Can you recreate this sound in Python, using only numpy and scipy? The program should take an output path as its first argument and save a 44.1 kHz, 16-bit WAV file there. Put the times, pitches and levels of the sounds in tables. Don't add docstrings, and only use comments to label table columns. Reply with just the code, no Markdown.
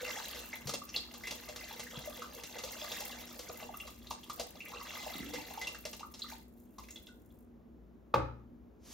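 import sys
import numpy as np
from scipy import signal
from scipy.fft import rfft, irfft, next_fast_len
from scipy.io import wavfile
from scipy.ndimage import map_coordinates

SR = 44100
rng = np.random.default_rng(int(sys.argv[2]) if len(sys.argv) > 2 else 0)


def store_pcm(level_fs):
    pcm = np.round(np.clip(level_fs, -1, 1) * 32767).astype(np.int16)
    wavfile.write(sys.argv[1], SR, np.atleast_2d(pcm).T)


N = 393813

# start_s, flow_db (level of the spray)
STREAM_FLOW = [(0.0, -46), (0.2, -46.5), (0.77, -62.5), (1.15, -63.5), (1.35, -55.5), (2.0, -55),
               (2.5, -58), (2.76, -49), (2.99, -47), (3.2, -54.5), (3.8, -63), (4.05, -67.5), (4.55, -66.5),
               (4.95, -48), (5.73, -60), (6.08, -78.5), (6.33, -55.5), (6.46, -86.5), (6.72, -89),
               (6.93, -69.5), (7.14, -87), (7.45, -100)]
# start_s, level_db, pitch_hz, splat_db (strength of the noisy part)
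PLOPS = [(0.817, -40, 1197, -31), (0.529, -29, 2078, -41), (0.671, -36, 4330, 1), (0.692, -36.5, 1306, 3),
         (0.737, -35, 537, 3), (0.89, -34.5, 5730, -31), (0.941, -32, 2750, -13),
         (0.961, -19.5, 4230, -17.5), (1.138, -45.5, 3054, 2.5), (1.236, -33, 2017, -13),
         (1.27, -30.5, 2196, -6.5), (1.308, -40.5, 3620, 6), (1.487, -34, 630, -8), (1.56, -53, 4150, 13.5),
         (1.795, -37.5, 2010, 0), (1.867, -35, 1815, -27), (2.074, -30, 612, -38),
         (2.22, -28.5, 1300, -15.5), (2.435, -47, 2076, 6.5), (2.585, -40, 2700, 0),
         (2.636, -33.5, 496, -2.5), (2.917, -33, 3430, -6.5), (3.003, -40, 602, 1.5),
         (3.392, -41.5, 499, 2.5), (3.8, -36, 2746, -19), (3.74, -38, 1207, -29),
         (3.875, -41.5, 1085, -4.5), (4.069, -41.5, 3850, -11), (4.107, -33.5, 910, -4.5),
         (4.232, -41, 3190, -12), (4.297, -31, 1173, -9), (4.396, -26, 648, -7), (4.604, -33, 2520, -20),
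         (4.657, -36.5, 2280, -40), (4.735, -34, 1150, -22), (4.811, -34.5, 1080, -24),
         (5.064, -33, 742, -25), (5.336, -35, 496, -1), (5.506, -35.5, 776, -11), (5.575, -34.5, 850, -16),
         (5.613, -36, 2047, -2.5), (5.67, -34.5, 2690, -3), (5.746, -37, 1584, -9), (5.852, -33, 595, -3),
         (5.874, -44, 4700, -19), (5.93, -41, 2730, -0.5), (5.994, -44, 2760, -2.5),
         (6.031, -35, 1190, -32), (6.139, -46, 5330, -0.5), (6.192, -37.5, 6800, -13),
         (6.219, -29.5, 4040, -31), (6.242, -38.5, 1246, -28), (6.283, -45, 1770, -15),
         (6.322, -42, 854, -22), (6.783, -37.5, 1030, -11), (6.835, -50.5, 2360, -5),
         (6.885, -48.5, 2150, -6), (6.906, -36, 6980, -19), (6.958, -40.5, 3460, -12),
         (7.068, -45.5, 3470, -9), (7.303, -64.5, 3440, -17)]
# start_s, level_db, start_pitch_hz, end_pitch_hz, decay_s
BUBBLES = [(3.69, -32, 987, 600, 0.0083), (4.109, -34.5, 1250, 590, 0.0075),
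           (6.005, -46, 713, 1250, 0.0155), (7.086, -50, 1500, 1440, 0.018)]
# start_s, level_db, pitch_hz, murmur_t60_s (time to fall 60 dB)
GLUGS = [(0.656, -37.5, 140, 0.31), (1.973, -40.5, 162, 0.076), (5.153, -36, 291, 0.17),
         (5.203, -38, 295, 0.82), (5.358, -40, 288, 0.23)]
# pitch_hz, width_hz, level_db
POT_MODES = [(491, 24, 4), (609, 40, 0), (831, 205, -4.5), (1181, 90, -1.5), (2054, 38, 6), (2733, 46, 7),
             (3366, 57, 2.5), (3940, 560, -6)]
# frequency_hz, level_db (per Hz)
SPRAY_COLOR = [(500, -6.5), (1650, -11.5), (2500, -10), (6000, -2), (9000, -2.5), (16000, -15)]
# start_s, level_db
KNOCK_BLOWS = [(8.14, -8), (8.16, -30), (8.197, -36)]
# pitch_hz, level_db, t60_s
COUNTER_MODES = [(63.4, -26.5, 0.77), (96, -21, 0.279), (121, -24.5, 0.59), (151.2, -25, 0.3),
                 (358, -3.5, 0.022), (540, 2.5, 0.025), (892, 2, 0.019), (1199, 3.5, 0.019),
                 (2110, -16.5, 0.016), (2406, -18, 0.027), (3890, -13, 0.0124)]
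# start_s, level_db
LAST_HISS = [(8.78, -94), (8.856, -59.5), (8.93, -52.5)]
# frequency_hz, t60_s
KITCHEN_T60 = [(100, 0.28), (1000, 0.34), (5000, 0.34), (16000, 0.0802)]
# (per Hz, before the overall level is set)
DRONE_COLOR = [(24, -23), (40, -10), (65, -6.5), (130, -17), (240, -6.5), (264, -13), (340, -10.5),
               (453, -18), (4000, -52.5), (5200, -81.5)]
# frequency_hz, likeness (0 to 1)
DRONE_ALIKE = [(60, 0.82), (400, 0.66), (3000, 0.14)]
# pitch_hz, rms_level_db, width_hz
HUM_LINES = [(58.5, -66, 3.1), (239.6, -63.5, 1.7)]
# frequency_hz, lead_radians
PORT_LEAD = [(0, 0), (780, 1.3), (1210, -0.2), (1550, 0.3), (3700, -0.3), (6120, 0.6), (7920, 2.8),
             (9560, 3.2), (13200, 6.2), (16500, 6.7)]
# frequency_hz, difference_db
PORT_LEAN = [(150, 4.5), (270, -2), (550, 2), (1000, 0)]

REFERENCE_FLOW_DB = -50.5
GURGLE_DB, GURGLE_FOLLOWS = -54.5, 0.93
FIZZ_DB, FIZZ_FOLLOWS, FIZZ_PER_S = -51.5, 0.44, 83
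GURGLE_ENDS_S = 6.0
LUMPS_HZ = 16
KITCHEN_DB, KNOCK_TO_ECHO_DB = -17, -1
DRONE_DB, STILL_AIR_DB = -58.5, -84
STOP_HZ = 16640


def stream():
    flow_db, = in_time(STREAM_FLOW)
    slack_db = flow_db - REFERENCE_FLOW_DB
    flowing = np.arange(N) < STREAM_FLOW[-1][0] * SR
    lumps = drift(LUMPS_HZ) * np.clip(.4 - slack_db / 10, .3, 1.2)

    gurgle = swarm(count=1600, low_hz=451.7, high_hz=1298, uneven_db=3.5, splat_db=-31.0,
                   rise=0.08, size=1000, lump_db=4.15 * lumps)
    gurgle = gurgle * np.clip((GURGLE_ENDS_S - np.arange(N) / SR) / 0.29, 0, 1)
    patter = swarm(count=4800, low_hz=1512, high_hz=7917, uneven_db=3.0, splat_db=-19.5,
                   rise=0.012, size=400, lump_db=2.84 * lumps)
    spray = patter + from_db(-3.5) * wash()

    gurgle_level = from_db(GURGLE_DB + GURGLE_FOLLOWS * slack_db)
    fizz_level = from_db(FIZZ_DB + FIZZ_FOLLOWS * slack_db)
    return flowing * (gurgle_level * gurgle + from_db(flow_db) * spray + fizz_level * fizz())


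def swarm(count, low_hz, high_hz, uneven_db, splat_db, rise, size, lump_db):
    when, pitch, luck, climb = rng.random((count, 4)).T
    s = when * STREAM_FLOW[-1][0]
    size_db = uneven_db * np.minimum(-np.log(1 - luck), 3) + lump_db[(s * SR).astype(int)]
    hz = low_hz * (high_hz / low_hz) ** pitch
    return rms_one(splashes(s, size_db, hz, np.full(count, splat_db), rise * climb, size))


def splashes(s, level_db, hz, splat_db, rise, size):
    t, hz = np.arange(size) / SR, hz[:, None]
    noise = rng.standard_normal((len(s), 2, size))
    life = 0.008 + 2.0 / hz
    bubble = np.sin(2 * np.pi * hz * t * (.97 + rise[:, None] * t / life)) * np.exp(-t / life)

    steps = np.minimum(t * hz * .45, size - 2)
    rows = np.broadcast_to(np.arange(len(s))[:, None], steps.shape)
    wobble = map_coordinates(noise[:, 0], [rows, steps], order=1)
    froth = wobble * np.cos(2 * np.pi * hz * t) * np.exp(-t / 0.017)

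    bright = noise[:, 1]
    dull = signal.sosfilt(signal.butter(2, 7500, fs=SR, output="sos"), bright)
    splat = bright * (1.52 * np.exp(-t / 0.0012) + 1.5 * np.exp(-t / 0.018))
    splat = splat + 0.93 * dull * np.exp(-t / 0.042)
    splat = from_db(splat_db)[:, None] * splat

    tonal = from_db(-7.0) * (bubble + froth)
    grains = np.stack([tonal, splat], axis=1) * from_db(level_db)[:, None, None]
    grains *= (1 - np.exp(-t / 0.0009)) * np.cos(np.pi / 2 * t / t[-1])
    out = np.zeros((2, N + size))
    for at, grain in zip(np.round(s * SR).astype(int), grains):
        out[:, at:at + size] += grain
    return out[0, :N] + shaped(out[1, :N], spray_color)


def spray_color(hz):
    return from_db(at_hz(SPRAY_COLOR, hz))


def wash():
    noise = shaped(rng.standard_normal(N), spray_color)
    edges, together = np.geomspace(700, 17000, num=6), drift(14)
    out = np.zeros(N)
    for pair in zip(edges, edges[1:]):
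        band = signal.sosfilt(signal.butter(2, pair, "band", fs=SR, output="sos"), noise)
        out += band * from_db(2.5 * together + 3.0 * drift(26))
    return rms_one(out)


def fizz():
    burst_sizes = from_db(5 * np.minimum(rng.exponential(1, N), 3.5))
    bursts = (rng.random(N) < FIZZ_PER_S / SR) * burst_sizes
    fade = np.exp(-1 / (0.0045 * SR))
    hiss = (signal.lfilter([1], [1, -fade], bursts) + 0.4) * rng.standard_normal(N)
    return rms_one(signal.sosfilt(signal.butter(4, 7500, "high", fs=SR, output="sos"), hiss))


def plops():
    s, level_db, hz, splat_db = np.transpose(PLOPS)
    return splashes(s, level_db, hz, splat_db, np.full(len(s), .04), size=2600)


def bubbles():
    out, flutter = np.zeros(N), from_db(4 * drift(60))
    for s, level_db, start_hz, end_hz, life in BUBBLES:
        t = np.arange(round(4 * life * SR)) / SR
        hz = end_hz + (start_hz - end_hz) * np.exp(-t / life)
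        tone = np.sin(2 * np.pi * np.cumsum(hz) / SR) * (1 - np.exp(-t / 0.0023)) * np.exp(-t / life)
        out[round(s * SR):][:len(t)] += from_db(level_db) * tone
    return out * flutter


def pot(x):
    out = from_db(-1.5) * x
    for hz, width, db in POT_MODES:
        out = out + resonance(from_db(db + 3.54 * drift(8.7)) * x, hz, width)
    return out


def glugs():
    out, t = np.zeros(N), np.arange(N) / SR
    for s, level_db, hz, t60 in GLUGS:
        span = slice(round(s * SR), round(s * SR) + SR // 2)
        push = 0.052 * rng.standard_normal(SR // 2) * from_db(-60 * (t[span] - s) / t60)
        push[0] = 1
        out[span] += from_db(level_db) * ring(push, hz, 0.06)
    return signal.sosfilt(signal.butter(2, 500, fs=SR, output="sos"), out)


def knock():
    s, db = np.transpose(KNOCK_BLOWS)
    at, out = np.round(s * SR).astype(int), np.zeros(N)
    t = np.maximum(np.arange(N) / SR - s[0], 0)
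    rattle = from_db(-54) * rng.standard_normal(N) * (t > 0) * np.exp(-t / 0.059)
    for hz, mode_db, t60 in COUNTER_MODES:
        blows = from_db(mode_db) * rattle
        blows[at] = from_db(db + mode_db + rng.normal(0, 0.49, len(at)))
        out += ring(blows, hz, t60) * (1 - np.exp(-t * hz / 3.3))
    out = signal.sosfilt(signal.butter(2, 2600, fs=SR, output="sos"), out)

    grit = resonance(resonance(rng.standard_normal(N), 1900, 1400), 1700, 5200)
    grit = grit + from_db(-23.5) * rng.standard_normal(N)
    crack_shape = (1 - np.exp(-t / 0.0016)) * (np.exp(-t / 0.0095) + 0.074 * np.exp(-t / 0.066))
    return out + from_db(-21.0) * grit * crack_shape


def last_hiss():
    level = from_db(in_time(LAST_HISS)[0]) * (np.arange(N) > LAST_HISS[0][0] * SR)
    noise = shaped(rng.standard_normal(N), lambda hz: spray_color(hz) / (1 + hz / 9000))
    return level * rms_one(noise)


def kitchen(x):
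    lags = rng.uniform(0.014, 0.044, (2, 9))

    def walls(hz):
        t60, out = at_hz(KITCHEN_T60, hz), np.zeros((2, len(hz)), complex)
        for k in range(9):
            lag = lags[:, k, None]
            lap = from_db(-60 * lag / t60) * np.exp(-2j * np.pi * hz * lag)
            out += (-1) ** k * lap / (1 - lap)
        return out

    shared, apart = shaped(x, walls)
    apart = signal.sosfilt(signal.butter(2, 250, "high", fs=SR, output="sos"), apart)
    return shared + from_db(3.0) * apart * np.array([[1], [-1]])


def drone():
    def alike(hz):
        return np.clip(at_hz(DRONE_ALIKE, hz), 0, .99)

    mid, side = rng.standard_normal((2, N))
    mid = shaped(mid, lambda hz: from_db(at_hz(DRONE_COLOR, hz)) * np.sqrt(1 + alike(hz)))
    side = shaped(side, lambda hz: from_db(at_hz(DRONE_COLOR, hz)) * np.sqrt(1 - alike(hz)))
    rumble = from_db(DRONE_DB) * rms_one(mid + side * np.array([[1], [-1]]))
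    hum = np.zeros(N)
    for hz, db, width in HUM_LINES:
        hum += from_db(db) * rms_one(resonance(rng.standard_normal(N), hz, width))
    return rumble + hum


def ports(x):
    def half(hz):
        return from_db(at_hz(PORT_LEAN, hz) / 2) * np.exp(.5j * np.interp(hz, *np.transpose(PORT_LEAD)))

    return shaped(x, lambda hz: np.array([half(hz), 1 / half(hz)]))


def from_db(db):
    return 10 ** (np.asarray(db) / 20)


def rms_one(x):
    return x / np.sqrt(np.mean(x ** 2) + 1e-20)


def in_time(rows):
    s, *columns = np.transpose(rows)
    return [np.interp(np.arange(N) / SR, s, c) for c in columns]


def at_hz(points, hz):
    p = np.array(points, float)
    return np.interp(np.log(hz + 1), np.log(p[:, 0] + 1), p[:, 1])


def shaped(x, response):
    size = next_fast_len(N + SR // 2)
    hz = np.arange(size // 2 + 1) * SR / size
    return irfft(rfft(x, size) * response(hz), size)[..., :N]


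def drift(rate):
    r = np.exp(-80 * np.pi * rate / SR)
    slow = signal.lfilter([1], [1, -2 * r, r * r], rng.standard_normal(N // 40 + 2002))[2000:]
    return np.interp(np.arange(N) / 40, np.arange(len(slow)), rms_one(slow))


def ring(clicks, hz, t60):
    r, w = from_db(-60 / (t60 * SR)), 2 * np.pi * hz / SR
    return signal.lfilter([0, np.sin(w)], [1, -2 * r * np.cos(w), r * r], clicks + 1e-18)


def resonance(x, hz, width):
    r = np.exp(-np.pi * width / SR)
    top = np.array([1, 0, -1]) * (1 - r * r) / 2
    return signal.lfilter(top, [1, -2 * r * np.cos(2 * np.pi * hz / SR), r * r], x)


def scene():
    near = pot(stream() + plops() + bubbles()) + glugs() + last_hiss()
    blow = knock()
    echo = from_db(KITCHEN_DB) * kitchen(near + from_db(KNOCK_TO_ECHO_DB) * blow)
    still_air = from_db(STILL_AIR_DB) * rng.standard_normal(N)
    return ports(near + blow + echo + drone() + still_air)


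def record(dry):
    dry = signal.sosfilt(signal.butter(4, 45, "high", fs=SR, output="sos"), dry)
    return signal.sosfilt(signal.cheby2(14, 70, STOP_HZ, fs=SR, output="sos"), dry)


dry = scene()
out = record(dry)
store_pcm(out)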